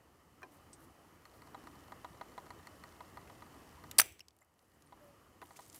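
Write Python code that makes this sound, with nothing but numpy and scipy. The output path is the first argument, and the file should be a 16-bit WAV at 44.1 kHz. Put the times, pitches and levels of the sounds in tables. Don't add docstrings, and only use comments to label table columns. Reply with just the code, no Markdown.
import sys
import numpy as np
from scipy import signal
from scipy.fft import rfft, irfft
from scipy.io import wavfile
from scipy.ndimage import uniform_filter1d

SR = 44100
rng = np.random.default_rng(int(sys.argv[2]) if len(sys.argv) > 2 else 0)


def natural_amplitude(level_db):
    exponent = np.asarray(level_db, float) / 20
    return 10 ** exponent


def materialize(psi):
    bounded = np.clip(np.atleast_2d(psi).T, -1, 1)
    quanta = np.round(bounded * 32767).astype(np.int16)
    wavfile.write(sys.argv[1], SR, quanta)


N = 255603

# t/s, level/dB
GAIN = [(0.0, -8.5), (.35, -7.5), (.62, -4.5), (1.22, -4.5), (1.6, -1), (3.9, 0), (4.25, -13), (4.4, -14),
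        (4.68, -13), (5.0, -5.5), (5.4, -6.5)]
# hold t/s, snap t/s, later value read at t/s
GAIN_DROP = (3.9, 3.99, 4.25)
# t/s, reduction/dB
GATE = [(3.99, 0), (4.25, 4.5), (4.5, 2.5), (4.7, 0)]
# f/Hz, density/dB
HUM_SPECTRUM = [(15, -39), (25, -9), (87, 0), (657, -8), (728, -7), (875, -9), (969, -8), (1210, -7),
                (1520, -16), (1900, -13), (2330, -21), (2980, -20), (3300, -27), (4290, -57), (7260, -120)]
# f/Hz, width/Hz, level/dB
ROOM_MODES = [
    (81, 16, -10),
    (420, 200, -14),
    (1210, 120, -15),
    (1900, 200, -22),
    (2600, 500, -25),
    (3000, 90, -20),
]
# f/Hz, density/dB
HISS_SPECTRUM = [(1500, -20), (3000, -7), (3500, -6.5), (4500, -2), (12700, -4.5), (15500, -8)]
# t/s, rise/dB, half length/s
TRAFFIC_SWELLS = [(.1, 8, .04), (.45, 11, .08), (.8, 7, .14), (1.62, 9, .2), (2.1, 3, .2), (3.3, 3, .15),
                  (3.55, 9, .04), (4.95, 8, .15), (5.42, 10, .05), (5.8, 6, .15)]
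# t/s, peak/dB, f/Hz, width/Hz, t60/s
TOOL_TAPS = [(.419, -46, 1150, 500, .03), (.430, -49, 600, 900, .1), (.431, -56, 5700, 900, .02),
             (.731, -47, 8300, 1500, .06), (.731, -50, 5500, 3500, .08), (3.274, -52, 1500, 2000, .04),
             (3.914, -46, 2500, 3000, .04), (3.965, -56, 1500, 3000, .02), (4.205, -43, 5300, 500, .018),
             (4.206, -43, 2650, 500, .02), (4.408, -62, 11000, 8000, .07), (4.415, -63, 7400, 600, .03),
             (4.415, -60, 900, 900, .06), (4.418, -61, 2050, 250, .04), (4.735, -72, 8000, 1500, .15),
             (4.86, -64, 9000, 700, .12), (5.417, -42, 1100, 1500, .025), (5.417, -50, 350, 300, .06),
             (5.417, -54, 9000, 9000, .03), (5.455, -56, 2500, 2500, .02), (5.562, -54, 2400, 700, .025),
             (5.620, -56, 6000, 2000, .03), (5.748, -52, 1500, 2500, .04), (5.759, -48, 11500, 3000, .05)]
# (f/Hz, level/dB, t60/s)
CHASSIS_KNOCK = (.430, -38, [(393, -10, 0.24), (754, -6, 0.07), (1017, -5, 0.18), (1600, 0, 0.05),
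                 (1740, 4, 0.028), (2430, 0, 0.04), (3165, -14, 0.035), (3698, -31, 0.16),
                 (4080, -13, 0.035), (4371, -27, 0.062)])
# t/s, peak/dB, f/Hz
BEAD_TICKS = [(.431, -56, 10000), (.588, -62, 4000), (2.297, -58, 6000), (2.879, -58, 5000),
              (3.351, -56, 5000), (3.913, -33, 6000), (3.913, -35, 12000), (4.040, -44, 7000),
              (4.059, -44, 8500), (4.123, -48, 8500), (4.189, -58, 6000), (4.194, -45, 5000),
              (4.206, -52, 11000), (4.284, -43, 5500), (4.307, -60, 4000), (4.332, -68, 10000),
              (4.366, -55, 11000), (4.388, -57, 9000), (4.428, -62, 11000), (4.447, -62, 11000),
              (4.54, -64, 9000), (4.592, -58, 5600), (4.718, -65, 3900), (4.822, -53, 7000),
              (4.873, -62, 4000), (5.663, -48, 8000), (5.682, -54, 13000), (5.699, -42, 6500),
              (5.729, -46, 6000), (5.746, -41, 7500)]
# t/s, hold/s, level/dB, centre f/Hz
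RUBS = [(.52, .05, -72, 11000), (.80, .05, -70, 11500), (1.26, .005, -77, 10000), (1.345, .025, -72, 11000),
        (4.58, .25, -82, 11000), (5.02, .07, -77, 12000), (5.43, .03, -69, 11000), (5.47, .09, -70, 8000),
        (5.568, .006, -58, 7000), (5.59, .2, -66.5, 8000), (5.748, .026, -58, 10500),
        (5.62, .02, -66, 6000), (5.56, .07, -74, 2600)]
# t/s, peak/dB, depth/dB
FIRM_STEPS = [(1.254, -45, -6), (1.42, -45, -3), (1.546, -38, 3), (1.671, -42, -2), (1.921, -38, 1),
              (2.046, -35, 4), (2.212, -34, 3), (2.379, -35, 3), (2.505, -37, -1), (2.671, -40, -6),
              (2.838, -41, -4), (3.006, -39, 3), (3.172, -39, 1), (3.298, -46, 1), (3.422, -42, 1),
              (3.839, -44, -2), (4.924, -44, 4), (5.425, -41, 4), (5.507, -47, 2), (5.591, -42, 4)]
# t/s, peak/dB
LIGHT_STEPS = [(1.341, -55), (1.472, -52), (1.638, -51), (1.755, -52), (1.88, -51), (2.146, -51),
               (2.319, -50), (2.464, -48), (2.595, -53), (2.92, -54), (3.226, -53), (3.464, -52),
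               (3.543, -51)]
# f/Hz, level/dB, t60/s
HOUSING_MODES = [(560, -4, .05), (690, 5, .035), (790, 9, .04), (964, 11.5, .05), (1210, .7, .024),
                 (1400, -7, .02), (1900, 7, .025), (2000, 6, .025), (2900, -3, .012), (3400, -1, .015),
                 (3950, 0, .015), (4300, 9, .018)]
# t/s, peak/dB, f/Hz, width/Hz, t60/s
PLUNGER_KNOCKS = [(3.9842, -11, 9000, 5000, .005), (3.9843, -17, 14500, 2500, .005),
                  (3.9862, -17, 11000, 2500, .005), (3.9876, -7, 9400, 1300, .007),
                  (3.9875, -13, 4350, 1000, .007), (3.9850, -30, 480, 600, .05),
                  (3.9860, -22, 2900, 1200, .03), (3.9933, -19, 2000, 1500, .005),
                  (3.9984, -17, 3300, 2000, .004), (3.9986, -11, 12300, 3000, .005),
                  (3.9989, -12, 9000, 3000, .006), (3.9990, -17, 14700, 900, .035),
                  (4.0012, -15, 10800, 2500, .008), (4.0041, -11, 10300, 2500, .008),
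                  (4.0038, -20, 5900, 1500, .014), (4.0145, -27, 1600, 2200, .035),
                  (4.0152, -21, 9200, 1800, .014), (4.0157, -23, 5950, 600, .014),
                  (4.0170, -30, 14600, 1200, .02)]
# start t/s, end t/s, level/dB
PISTON_SLIDE = (3.9842, 4.0056, -25)
# f/Hz, density/dB
SLIDE_SPECTRUM = [(200, -22), (500, -10), (1200, -9), (2000, -6), (3400, -9), (4400, -5), (6000, -4),
                  (6700, -13), (7800, -3), (9800, -1), (11500, -6), (14600, -4), (16000, -10)]
# t/s, peak/dB, f/Hz, half length/s
END_STOP = (3.9985, -6, 1780, .00026)
# f/Hz, width/Hz, level/dB, t60/s
BARREL_MODES = [
    (78, 40, -55.5, .6),
    (330, 250, -57, .6),
    (600, 600, -56, .35),
    (2300, 1600, -49, .42),
    (5950, 900, -58, .4),
    (7790, 500, -57, .45),
    (10200, 700, -56, .3),
    (12450, 400, -60, .3),
    (14650, 900, -52, .32),
]
# t/s, f/Hz, level/dB
SQUEAK_GLIDE = [
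    (4.98, 600.0, -82),
    (4.99, 600.2, -89),
    (5.01, 594.6, -67),
    (5.058, 571.0, -65),
    (5.156, 564.6, -74),
    (5.19, 541.0, -79),
]
# f/Hz, level/dB
MIC_RESPONSE = [(10, -30), (40, -4), (60, 0), (15000, 0), (15700, -6), (16200, -20), (16800, -42),
                (17200, -80), (18000, -100)]


def evened(x):
    return x / np.sqrt(np.mean(x ** 2) + 1e-20)


def read(points, hz):
    f, value = np.transpose(points)
    return np.interp(np.log(hz + 1), np.log(f + 1), value)


def add(mix, s, sound):
    part = mix[round(s * SR):][:len(sound)]
    part += sound[:len(part)]


def resonate(x, hz, width):
    turn = np.exp(2j * np.pi * np.cumsum(hz * np.ones(len(x))) / SR)
    r = np.exp(-np.pi * width / SR)
    smooth = signal.lfilter([1 - r], [1, -r], x / turn + 1e-18)
    return 2 * (turn * smooth).real


def coloured(spectrum, count, patchy_db):
    frames, hz = count // 256 + 5, np.fft.rfftfreq(1024, 1 / SR)
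    a, b, patches = rng.standard_normal((frames, 513, 3)).T
    patches = uniform_filter1d(patches, size=8, axis=0)
    patches = evened(uniform_filter1d(patches, size=12, axis=1))
    z = (a + 1j * b) * natural_amplitude(read(spectrum, hz))[:, None] * natural_amplitude(patchy_db * patches)
    return evened(signal.istft(z, nperseg=1024, noverlap=768)[1][:count])


def contacts(rows):
    out, t = np.zeros(N), np.arange(5000) / SR
    bass_cut = signal.butter(2, 260 / (SR / 2), "high")
    for (s, peak_db, hz, width, t60), noise in zip(rows, rng.standard_normal((len(rows), len(t)))):
        burst = (noise + 3.0 * (t < 1 / SR)) * natural_amplitude(-60 * t / t60)
        burst = resonate(resonate(burst, hz, width), hz, width) + .02 * burst
        burst = signal.lfilter(*bass_cut, burst)
        add(out, s, natural_amplitude(peak_db) * burst / abs(burst).max())
    return out


def room():
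    hum_db, hiss_db, drone_db = -58.4, -69.4, -71
    hiss_share = .9
    gate_hum, gate_hiss, gate_drone = .9, .6, 3.5
    held, snap, after = GAIN_DROP
    now = np.arange(N) / SR
    t = np.where((now > held) & (now < after), np.where(now < snap, held, after), now)
    gain_db = np.interp(t, *np.transpose(GAIN))
    gated_db = np.interp(t, *np.transpose(GATE))
    late_db = np.interp(now - .08, *np.transpose(GATE))

    hum = coloured(HUM_SPECTRUM, N, patchy_db=1.5)
    for hz, width, db in ROOM_MODES:
        hum = hum + natural_amplitude(db) * evened(resonate(rng.standard_normal(N), hz, width))
    hiss = coloured(HISS_SPECTRUM, N, patchy_db=.6)
    drone = evened(resonate(resonate(rng.standard_normal(N), 295, 110), 295, 110))
    swell_db = sum(db * np.exp(-((now - s) / half) ** 2) for s, db, half in TRAFFIC_SWELLS)

    out = natural_amplitude(hum_db + gain_db - gate_hum * gated_db) * evened(hum)
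    out += natural_amplitude(hiss_db + hiss_share * gain_db - gate_hiss * gated_db) * hiss
    return out + natural_amplitude(drone_db + gain_db + swell_db - gate_drone * late_db) * drone


def tools():
    return contacts(TOOL_TAPS)


def iron():
    s, peak_db, modes = CHASSIS_KNOCK
    out, t = np.zeros(N), np.arange(8000) / SR
    ring = sum(natural_amplitude(db - 60 * t / min(t60, .12)) * np.sin(2 * np.pi * hz * t) for hz, db, t60 in modes)
    ring = ring * (1 - np.exp(-t / .001))
    add(out, s, natural_amplitude(peak_db) * ring / abs(ring).max())
    return out


def beads():
    return contacts([(s, db, hz, min(1.1 * hz, 6500), .015) for s, db, hz in BEAD_TICKS])


def rustle(start, hold, level_db, centre_hz):
    rise_s, fall_s, range_db = .02, .035, 20
    t = np.arange(-rise_s, hold + fall_s, 1 / SR)
    unevenness = evened(uniform_filter1d(rng.standard_normal(len(t)), size=150))
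    grains = rng.standard_normal(len(t)) * natural_amplitude(3.3 * unevenness)
    under = np.maximum(np.maximum(-t / rise_s, (t - hold) / fall_s), 0)
    rub = evened(resonate(grains, centre_hz, 5000))
    return start - rise_s, natural_amplitude(level_db - range_db * under) * rub


def flux():
    t = np.arange(N) / SR
    size = natural_amplitude(3.5 * np.minimum(rng.exponential(1, N), 4)) * (rng.random(N) < 90 / SR)
    pop = rng.standard_normal(200) * natural_amplitude(-60 * t[:200] / .006)
    pops = signal.oaconvolve(size, pop)[:N]
    heating = np.interp(t, [1.0, 1.5, 3.9, 3.98], [0, 1, 1, 0])
    return natural_amplitude(-78) * evened(resonate(pops, 4500, 5000)) * heating


def focus_motor():
    firm_db, light_db = (-14, -15, -21), (-11, -14, -15)
    depth_tilt = (1.2, -.5, -1.2)
    out, t = np.zeros(N), np.arange(4000) / SR
    moves = [(s, db, *np.add(firm_db, np.multiply(depth_tilt, depth))) for s, db, depth in FIRM_STEPS]
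    moves += [(s, db, *light_db) for s, db in LIGHT_STEPS]
    detune = rng.uniform(-1, 1, (len(moves), len(HOUSING_MODES)))
    edges = rng.standard_normal((len(moves), len(t)))
    for (s, peak_db, low_db, upper_db, edge_db), row, edge in zip(moves, detune, edges):
        ring = np.zeros(len(t))
        for (hz, db, t60), d in zip(HOUSING_MODES, row):
            if hz > 4100:
                group_db = edge_db
            elif hz > 3100:
                group_db = low_db
            elif hz > 1600:
                group_db = upper_db
            else:
                group_db = low_db * (hz < 1000)
            decay = natural_amplitude(db + group_db + 2.5 * d - 60 * t / t60)
            ring += decay * np.sin(2 * np.pi * hz * (1 + .015 * d) * t)
        ring = ring * (1 - np.exp(-t / .0009))
        ring = ring + natural_amplitude(edge_db + 5.0 - 60 * t / .012) * resonate(edge, 6000, 9000)
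        ring = ring / abs(ring).max()
        add(out, s - .0003, natural_amplitude(peak_db - .8) * ring)
        add(out, s + .0045, natural_amplitude(peak_db + low_db + 1.0) * ring)

    frame_s, hold_db = 1 / 23.976, -65
    frames = np.arange(1.2547, 3.86, frame_s)
    size = np.minimum(rng.exponential(1, (len(frames), 2)), 2.5)
    steps = [(s, hold_db + 2.5 * a - 1.5, 3900, 2000, .02) for s, (a, b) in zip(frames, size)]
    steps += [(s, hold_db + 2.5 * b, 7000, 7000, .012) for s, (a, b) in zip(frames, size)]
    return out + contacts(steps)


def pump():
    out = contacts(PLUNGER_KNOCKS)

    start, end, slide_db = PISTON_SLIDE
    t = np.arange(SR // 20) / SR
    rattle = natural_amplitude(2.5 * evened(uniform_filter1d(rng.standard_normal(len(t)), size=30)))
    shape = np.minimum(t / .0004, 1) * natural_amplitude(-60 * np.maximum(t - (end - start), 0) / .014)
    scrape = coloured(SLIDE_SPECTRUM, len(t), patchy_db=1.2)
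    add(out, start, natural_amplitude(slide_db) * shape * rattle * scrape)

    s, peak_db, hz, half = END_STOP
    u = np.arange(-200, 400) / SR
    spread = np.where(u < 0, half, 1.7 * half)
    thump = -np.cos(2 * np.pi * hz * u) * np.exp(-(u / spread) ** 2)
    add(out, s - 200 / SR, natural_amplitude(peak_db) * thump)

    t = np.arange(SR) / SR
    for (hz, width, db, t60), noise in zip(BARREL_MODES, rng.standard_normal((len(BARREL_MODES), SR))):
        add(out, s, natural_amplitude(db - 60 * t / t60) * evened(resonate(resonate(noise, hz, width), hz, width)))
    echo_db, echo_t60 = -48, .33
    add(out, s, natural_amplitude(echo_db - 60 * t / echo_t60) * coloured(SLIDE_SPECTRUM, SR, patchy_db=2.5))
    return out


def squeak():
    s, hz, db = np.transpose(SQUEAK_GLIDE)
    t = np.arange(s[0], s[-1], 1 / SR)
    waver = evened(uniform_filter1d(rng.standard_normal(len(t)), size=900))
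    pitch = np.interp(t, s, hz) + 8.0 * waver
    tone = np.sqrt(2) * np.sin(2 * np.pi * np.cumsum(pitch) / SR)
    return s[0], natural_amplitude(np.interp(t, s, db) + 2.5 * waver) * tone * signal.windows.tukey(len(t), .2)


def scene():
    mix = room() + tools() + iron() + beads() + flux() + focus_motor() + pump()
    for row in RUBS:
        add(mix, *rustle(*row))
    add(mix, *squeak())
    return mix[None]


def top_cut(x):
    return signal.sosfilt(signal.butter(12, 16950, fs=SR, output="sos"), x)


def record(dry):
    end_s = 5.796
    response = natural_amplitude(read(MIC_RESPONSE, np.fft.rfftfreq(N, 1 / SR)))
    fade = np.clip((end_s - np.arange(N) / SR) / .002, 0, 1)
    heard = irfft(rfft(dry) * response, N) * fade
    return top_cut(heard)


dry = scene()
out = record(dry)
materialize(out)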